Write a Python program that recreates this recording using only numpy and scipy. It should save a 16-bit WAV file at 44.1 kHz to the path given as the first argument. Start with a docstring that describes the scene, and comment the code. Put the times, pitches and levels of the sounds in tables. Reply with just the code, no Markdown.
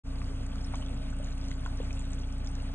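"""A pump thumps thirty strokes a second and buzzes in its housing: an aquarium indoors.
Water runs back into the tank as a rush of noise and tiny bubbles; larger bubbles pop at the surface.
Thump and buzz are sums of stroke multiples, the rush is shaped noise, bubbles are short rising sines
and bursting films are noise ticks. Two microphones stand a few centimetres apart; the pops
reach the left one first."""
import sys
import numpy as np
from scipy import signal
from scipy.fft import rfft, irfft, next_fast_len
from scipy.io import wavfile

SR = 44100
rng = np.random.default_rng(int(sys.argv[2]) if len(sys.argv) > 2 else 0)


def transcribe(signal):
    """Save signal, clipped to [-1, 1], as a 16-bit WAV file at the path in sys.argv[1]."""
    frames = np.atleast_2d(signal).T
    limited = np.clip(frames, -1, 1)
    pcm = np.round(limited * 32767).astype(np.int16)
    wavfile.write(sys.argv[1], SR, pcm)


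def boost(x):
    """Linear amplitude factor 10**(x/20) for a level x in decibels (scalar or array-like)."""
    u = np.asarray(x, float) / 20
    return 10 ** u


N = 120834

# multiples of the pump stroke: multiple, level_db (added to PUMP_DB)
PUMP_MULTIPLES = [(1, 2), (2, -2), (3, -7), (5, -13), (6, -28), (7, -25.5), (8, -40.5), (9, -10.5)]
# housing buzz at each microphone: multiple of the stroke, left_rms_db, right_rms_db
BUZZ_MULTIPLES = [(21, -63, -68), (28, -69, -72), (29, -68, -74), (30, -69, -78), (37, -67, -74),
                  (39, -62, -75), (43, -79, -68), (50, -72, -71), (51, -72, -72)]
# spectrum of the rumble and rush before it flickers: pitch_hz, level_db_per_hz
FLOW_SPECTRUM = [(25, -83), (45, -68.5), (75, -65), (105, -61.5), (135, -72), (195, -70), (255, -69.5),
                 (320, -82), (720, -82.5), (800, -90), (1600, -91), (3000, -92.5), (5300, -97.5),
                 (6500, -102.5), (8000, -101), (9500, -100)]
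# share of the flow that is unrelated between the channels, held at 0 dB or less: pitch_hz, share_db
DIFFUSE_SHARE = [(30, -51), (250, -5.5), (1000, -5), (2000, -0.5), (4150, -27.5), (4300, -25), (5500, -35),
                 (5750, -5.5), (8200, 6), (8700, -29.5)]
# phase by which the right channel trails the left for flow and fizz; from 4.3 to 5.5 kHz
# the channels are opposite: pitch_hz, trail_rad
RIGHT_TRAIL = [(0, 0), (900, .3), (4150, 2.6), (4300, np.pi), (5500, np.pi), (5750, 3.7), (8800, 2 * np.pi)]
# treble contour, whose swing about its mean drives the fizz rate: time_s, level_db
TREBLE_CONTOUR = [(0.1, -65.5), (2.56, -64), (2.7, -70)]
# tiny bubbles: rate_per_s (before clumping), lowest_hz, highest_hz, level_db (faintest), size_spread_db
FIZZ_KINDS = [(50, 500, 2500, -59, 4.0), (170, 2500, 9500, -58, 5.0)]
# larger bubbles: start_s, peak_db, pitch_hz (at the start)
POP_EVENTS = [(.217, -43, 1140), (.243, -43, 4800), (.645, -39, 5300), (.6485, -38, 5300),
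              (.6641, -41, 9350), (.7251, -44, 8960), (.736, -38, 1300), (.7375, -35, 750),
              (.741, -36, 920), (.7412, -39, 2200), (.743, -37, 1070), (.745, -42, 3600), (.756, -38, 6300),
              (.7575, -44, 3050), (.766, -44, 4300), (.820, -44, 2900), (.825, -38, 2900),
              (.862, -40, 3300), (1.128, -43, 1420), (1.1665, -47, 8610), (1.1877, -42, 8270),
              (1.199, -38, 570), (1.2449, -39, 6720), (1.514, -38, 2000), (1.514, -42, 3850),
              (1.661, -45, 2700), (1.661, -36, 1050), (1.661, -33, 1390), (1.6613, -42, 6720),
              (1.676, -42, 950), (1.7731, -42, 5680), (1.8015, -32, 480), (1.8289, -44, 7400),
              (1.907, -41, 2950), (1.907, -36, 2450), (1.9292, -38, 5680), (2.5134, -44, 8270)]
# soft low gurgles that ring longer: start_s, peak_db, pitch_hz (at the start)
GURGLE_EVENTS = [(.235, -36, 100), (.295, -48, 410), (.91, -48, 485)]
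# films that burst with a broad tick: start_s, rms_db (before the decay), lowest_hz, highest_hz
TICK_EVENTS = [(.217, -37, 800, 2600), (.4652, -41, 5500, 9700), (.5578, -43, 3800, 5800),
               (.7555, -39, 3000, 8500), (.8245, -41, 2000, 4500), (1.380, -41, 6500, 9700),
               (1.4845, -40, 4200, 6300), (1.5145, -39, 1800, 7300), (1.9938, -34, 7000, 9700),
               (2.119, -42, 6500, 9700), (2.1325, -33, 3500, 6800), (2.3245, -42, 4500, 7500),
               (2.4724, -35, 4400, 6200), (2.5524, -38, 5000, 7500)]

STROKE_HZ, STROKE_S = 30, .0497   # pump rate; moment near which one stroke peaks
PUMP_DB, PUMP_WAVER_DB = -37.5, 0.5   # rms reference for the multiples; their slow waver
HUM_SPREAD_RAD = 0.0069   # left-right phase, times the multiple squared
LOW_LAG_RAD = .65   # the two lowest multiples trail the stroke
BUZZ_COMB_DB, BUZZ_WAVER_DB = -77.5, 1.8   # rms of each other multiple from 26 to 53; waver of all
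PATCHY_DB, SHARED = 1.3, .6   # flicker of each flow band; weight of the flicker they have in common
RING_S_AT_1K, RING_FALLS = .0032, .55   # bubble decay time at 1 kHz; exponent of its fall with pitch
GURGLE_RING_S = .025
ATTACK_CYCLES = .5   # time constant of the swell, in cycles of the bubble
RISE = .012   # pitch climbs by twice this share in each decay time
CRACK_DB, CRACK_WIDTH = -12, 1.5   # a pop's own tick: level against the pop; ratio either side of its pitch
CRACK_S = .001   # decay time of every tick
FIZZ_CLUMP_DB = 5.0   # slow swing of the fizz rate
ROOM_T60_S, ROOM_DB = .08, -11   # decay; tail energy against the direct sound
POP_LAG_S = .000103   # pops reach the right microphone later
FADE_START_S, FADE_S = 0.035, 0.04
CUTOFF_HZ = 9720


def at_hz(points, hz):
    """Read a spectrum table on a log-frequency axis."""
    table_hz, table_db = np.transpose(points)
    return np.interp(np.log(np.maximum(hz, 1)), np.log(table_hz), table_db)


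def drift(rate_hz):
    """Slow random wander with spread 1: noise smoothed by two equal poles, at one value per 40 samples."""
    pole = np.exp(-80 * np.pi * rate_hz / SR)
    noise = rng.standard_normal(N // 40 + 2002)
    slow = signal.lfilter([1], [1, -2 * pole, pole * pole], noise)[2000:]
    return np.interp(np.arange(N) / 40, np.arange(len(slow)), slow / slow.std())


def pair(x, lagged=False):
    """One sound in two channels: the right trails by a fixed lag or by the phase table."""
    size = next_fast_len(N + 512)
    hz = np.arange(size // 2 + 1) * SR / size
    trail_rad = 2 * np.pi * hz * POP_LAG_S if lagged else np.interp(hz, *np.transpose(RIGHT_TRAIL))
    right = irfft(rfft(x, size) * np.exp(-1j * trail_rad), size)[:N]
    return np.array([x, right])


def pump():
    """Each stroke is a pressure pulse: its multiples peak nearly together, the lowest two trailing."""
    stroke_phase = 2 * np.pi * STROKE_HZ * (np.arange(N) / SR - STROKE_S)
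    side_rad = np.array([[-.5], [.5]]) * HUM_SPREAD_RAD
    out = np.zeros((2, N))
    for k, db in PUMP_MULTIPLES:
        level = np.sqrt(2) * boost(PUMP_DB + db + PUMP_WAVER_DB * drift(2.8))
        out += level * np.cos(k * stroke_phase + k * k * side_rad - LOW_LAG_RAD * (k < 3))
    return out


def buzz():
    """The housing sounds high stroke multiples, wavering, with a phase of their own at each microphone."""
    stroke_phase = 2 * np.pi * STROKE_HZ * np.arange(N) / SR
    named = [row[0] for row in BUZZ_MULTIPLES]
    rest = [(k, BUZZ_COMB_DB, BUZZ_COMB_DB) for k in range(26, 54) if k not in named]
    out = np.zeros((2, N))
    for k, left_db, right_db in list(BUZZ_MULTIPLES) + rest:
        level_db = np.array([[left_db], [right_db]]) + BUZZ_WAVER_DB * drift(0.65)
        phase = rng.uniform(0, 2 * np.pi, (2, 1))
        out += np.sqrt(2) * boost(level_db) * np.cos(k * stroke_phase + phase)
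    return out


def flow():
    """Running water as direct and diffuse noise, in half-octave bands that flicker partly together."""
    size = next_fast_len(N)
    hz = np.arange(size // 2 + 1) * SR / size
    direct, left, right = rfft(rng.standard_normal((3, size)))
    diffuse = np.clip(boost(at_hz(DIFFUSE_SHARE, hz)), 0, 1)
    right_turn = np.exp(-1j * np.interp(hz, *np.transpose(RIGHT_TRAIL)))
    direct_pair = np.sqrt(1 - diffuse ** 2) * direct * np.array([np.ones_like(hz), right_turn])
    rush = direct_pair + diffuse * np.array([left, right])
    rush = rush * boost(at_hz(FLOW_SPECTRUM, hz)) * np.sqrt(SR / 2)
    half_octave = 2 * np.log2(np.maximum(hz, 1) / 25)
    together = drift(6.0)
    out = np.zeros((2, N))
    for k in range(19):
        # overlapping triangles, one per half octave from 25 Hz up
        band = irfft(rush * np.clip(1 - abs(half_octave - k), 0, 1), size)[:, :N]
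        out += band * boost(PATCHY_DB * (SHARED * together + drift(15.0)))
    return out


def add_bubble(out, start_s, db, hz, ring_s=None):
    """A ringing bubble: a sine that swells fast, rises in pitch and dies."""
    ring_s = ring_s or RING_S_AT_1K * (hz / 1000) ** -RING_FALLS
    t = np.arange(int(5 * ring_s * SR)) / SR
    shape = (1 - np.exp(-t * hz / ATTACK_CYCLES)) * np.exp(-t / ring_s)
    tone = np.sin(2 * np.pi * hz * t * (1 + RISE * t / ring_s))
    i = int(start_s * SR)
    out[i:i + len(t)] += boost(db) * shape / shape.max() * tone


def fizz():
    """Tiny bubbles at random moments, pitches and sizes, crowding into clumps."""
    out = np.zeros(N + SR)
    treble_db = np.interp(np.arange(N) / SR, *np.transpose(TREBLE_CONTOUR))
    busy = boost(FIZZ_CLUMP_DB * drift(8.8) + 1.5 * (treble_db - treble_db.mean()))
    for rate, low_hz, high_hz, db, spread_db in FIZZ_KINDS:
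        rows = rng.random((4000, 4))   # candidates: moment, chance, pitch, size
        chance = rate * N / SR / len(rows) * busy[(rows[:, 0] * N).astype(int)]
        for when, _, pitch, size in rows[rows[:, 1] < chance]:
            level_db = db + spread_db * min(-np.log(size + 1e-9), 2.5)
            add_bubble(out, when * N / SR, level_db, low_hz * (high_hz / low_hz) ** pitch)
    return out


def ticks():
    """Bursting films: brief band-passed noise, alone or at the opening of a pop."""
    out = np.zeros(N + SR)
    tears = rng.standard_normal((80, 400))
    decay = np.exp(-np.arange(400) / SR / CRACK_S)
    openings = [(s, db + CRACK_DB, hz / CRACK_WIDTH, hz * CRACK_WIDTH) for s, db, hz in POP_EVENTS]
    for (start_s, db, low_hz, high_hz), tear in zip(list(TICK_EVENTS) + openings, tears):
        band = signal.butter(2, [low_hz, high_hz], "band", fs=SR, output="sos")
        crack = signal.sosfilt(band, tear)
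        i = int(start_s * SR)
        out[i:i + len(tear)] += boost(db) * crack / crack.std() * decay
    return out


def pops():
    """Larger bubbles ring at the surface, and low gurgles ring longer."""
    out = np.zeros(N + SR)
    for start_s, db, hz in POP_EVENTS:
        add_bubble(out, start_s, db, hz)
    for start_s, db, hz in GURGLE_EVENTS:
        add_bubble(out, start_s, db, hz, GURGLE_RING_S)
    return out


def room():
    """Direct sound, then a decaying noise tail of its own for each microphone."""
    t = np.arange(SR // 5) / SR
    tail = rng.standard_normal((2, len(t))) * boost(-60 * t / ROOM_T60_S) * (t > .0015)
    return boost(ROOM_DB) * tail / np.sqrt(np.sum(tail[0] ** 2)) + (t == 0)


def bubbles():
    """Pops and ticks share one lag and a stereo room; fizz gets one room tail, then the phase table."""
    surface = (pops() + ticks())[:N]
    tiny = fizz()
    response = room()
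    surface_pair = signal.fftconvolve(pair(surface, lagged=True), response, axes=1)[:, :N]
    return surface_pair + pair(signal.fftconvolve(tiny, response[0])[:N])


def scene():
    """Pump, buzz, flow and bubbles."""
    return pump() + buzz() + flow() + bubbles()


def top_cut(x):
    """Nothing passes above the cut-off."""
    return signal.sosfilt(signal.butter(12, 10700, fs=SR, output="sos"), x)


def record(dry):
    """The sound fades in from silence and a steep low-pass cuts the top."""
    fade = np.clip((np.arange(N) / SR - FADE_START_S) / FADE_S, 0, 1)
    low_pass = signal.cheby2(20, 35, CUTOFF_HZ, fs=SR, output="sos")
    mix = signal.sosfilt(low_pass, dry * fade)
    return top_cut(mix)


dry = scene()
out = record(dry)
transcribe(out)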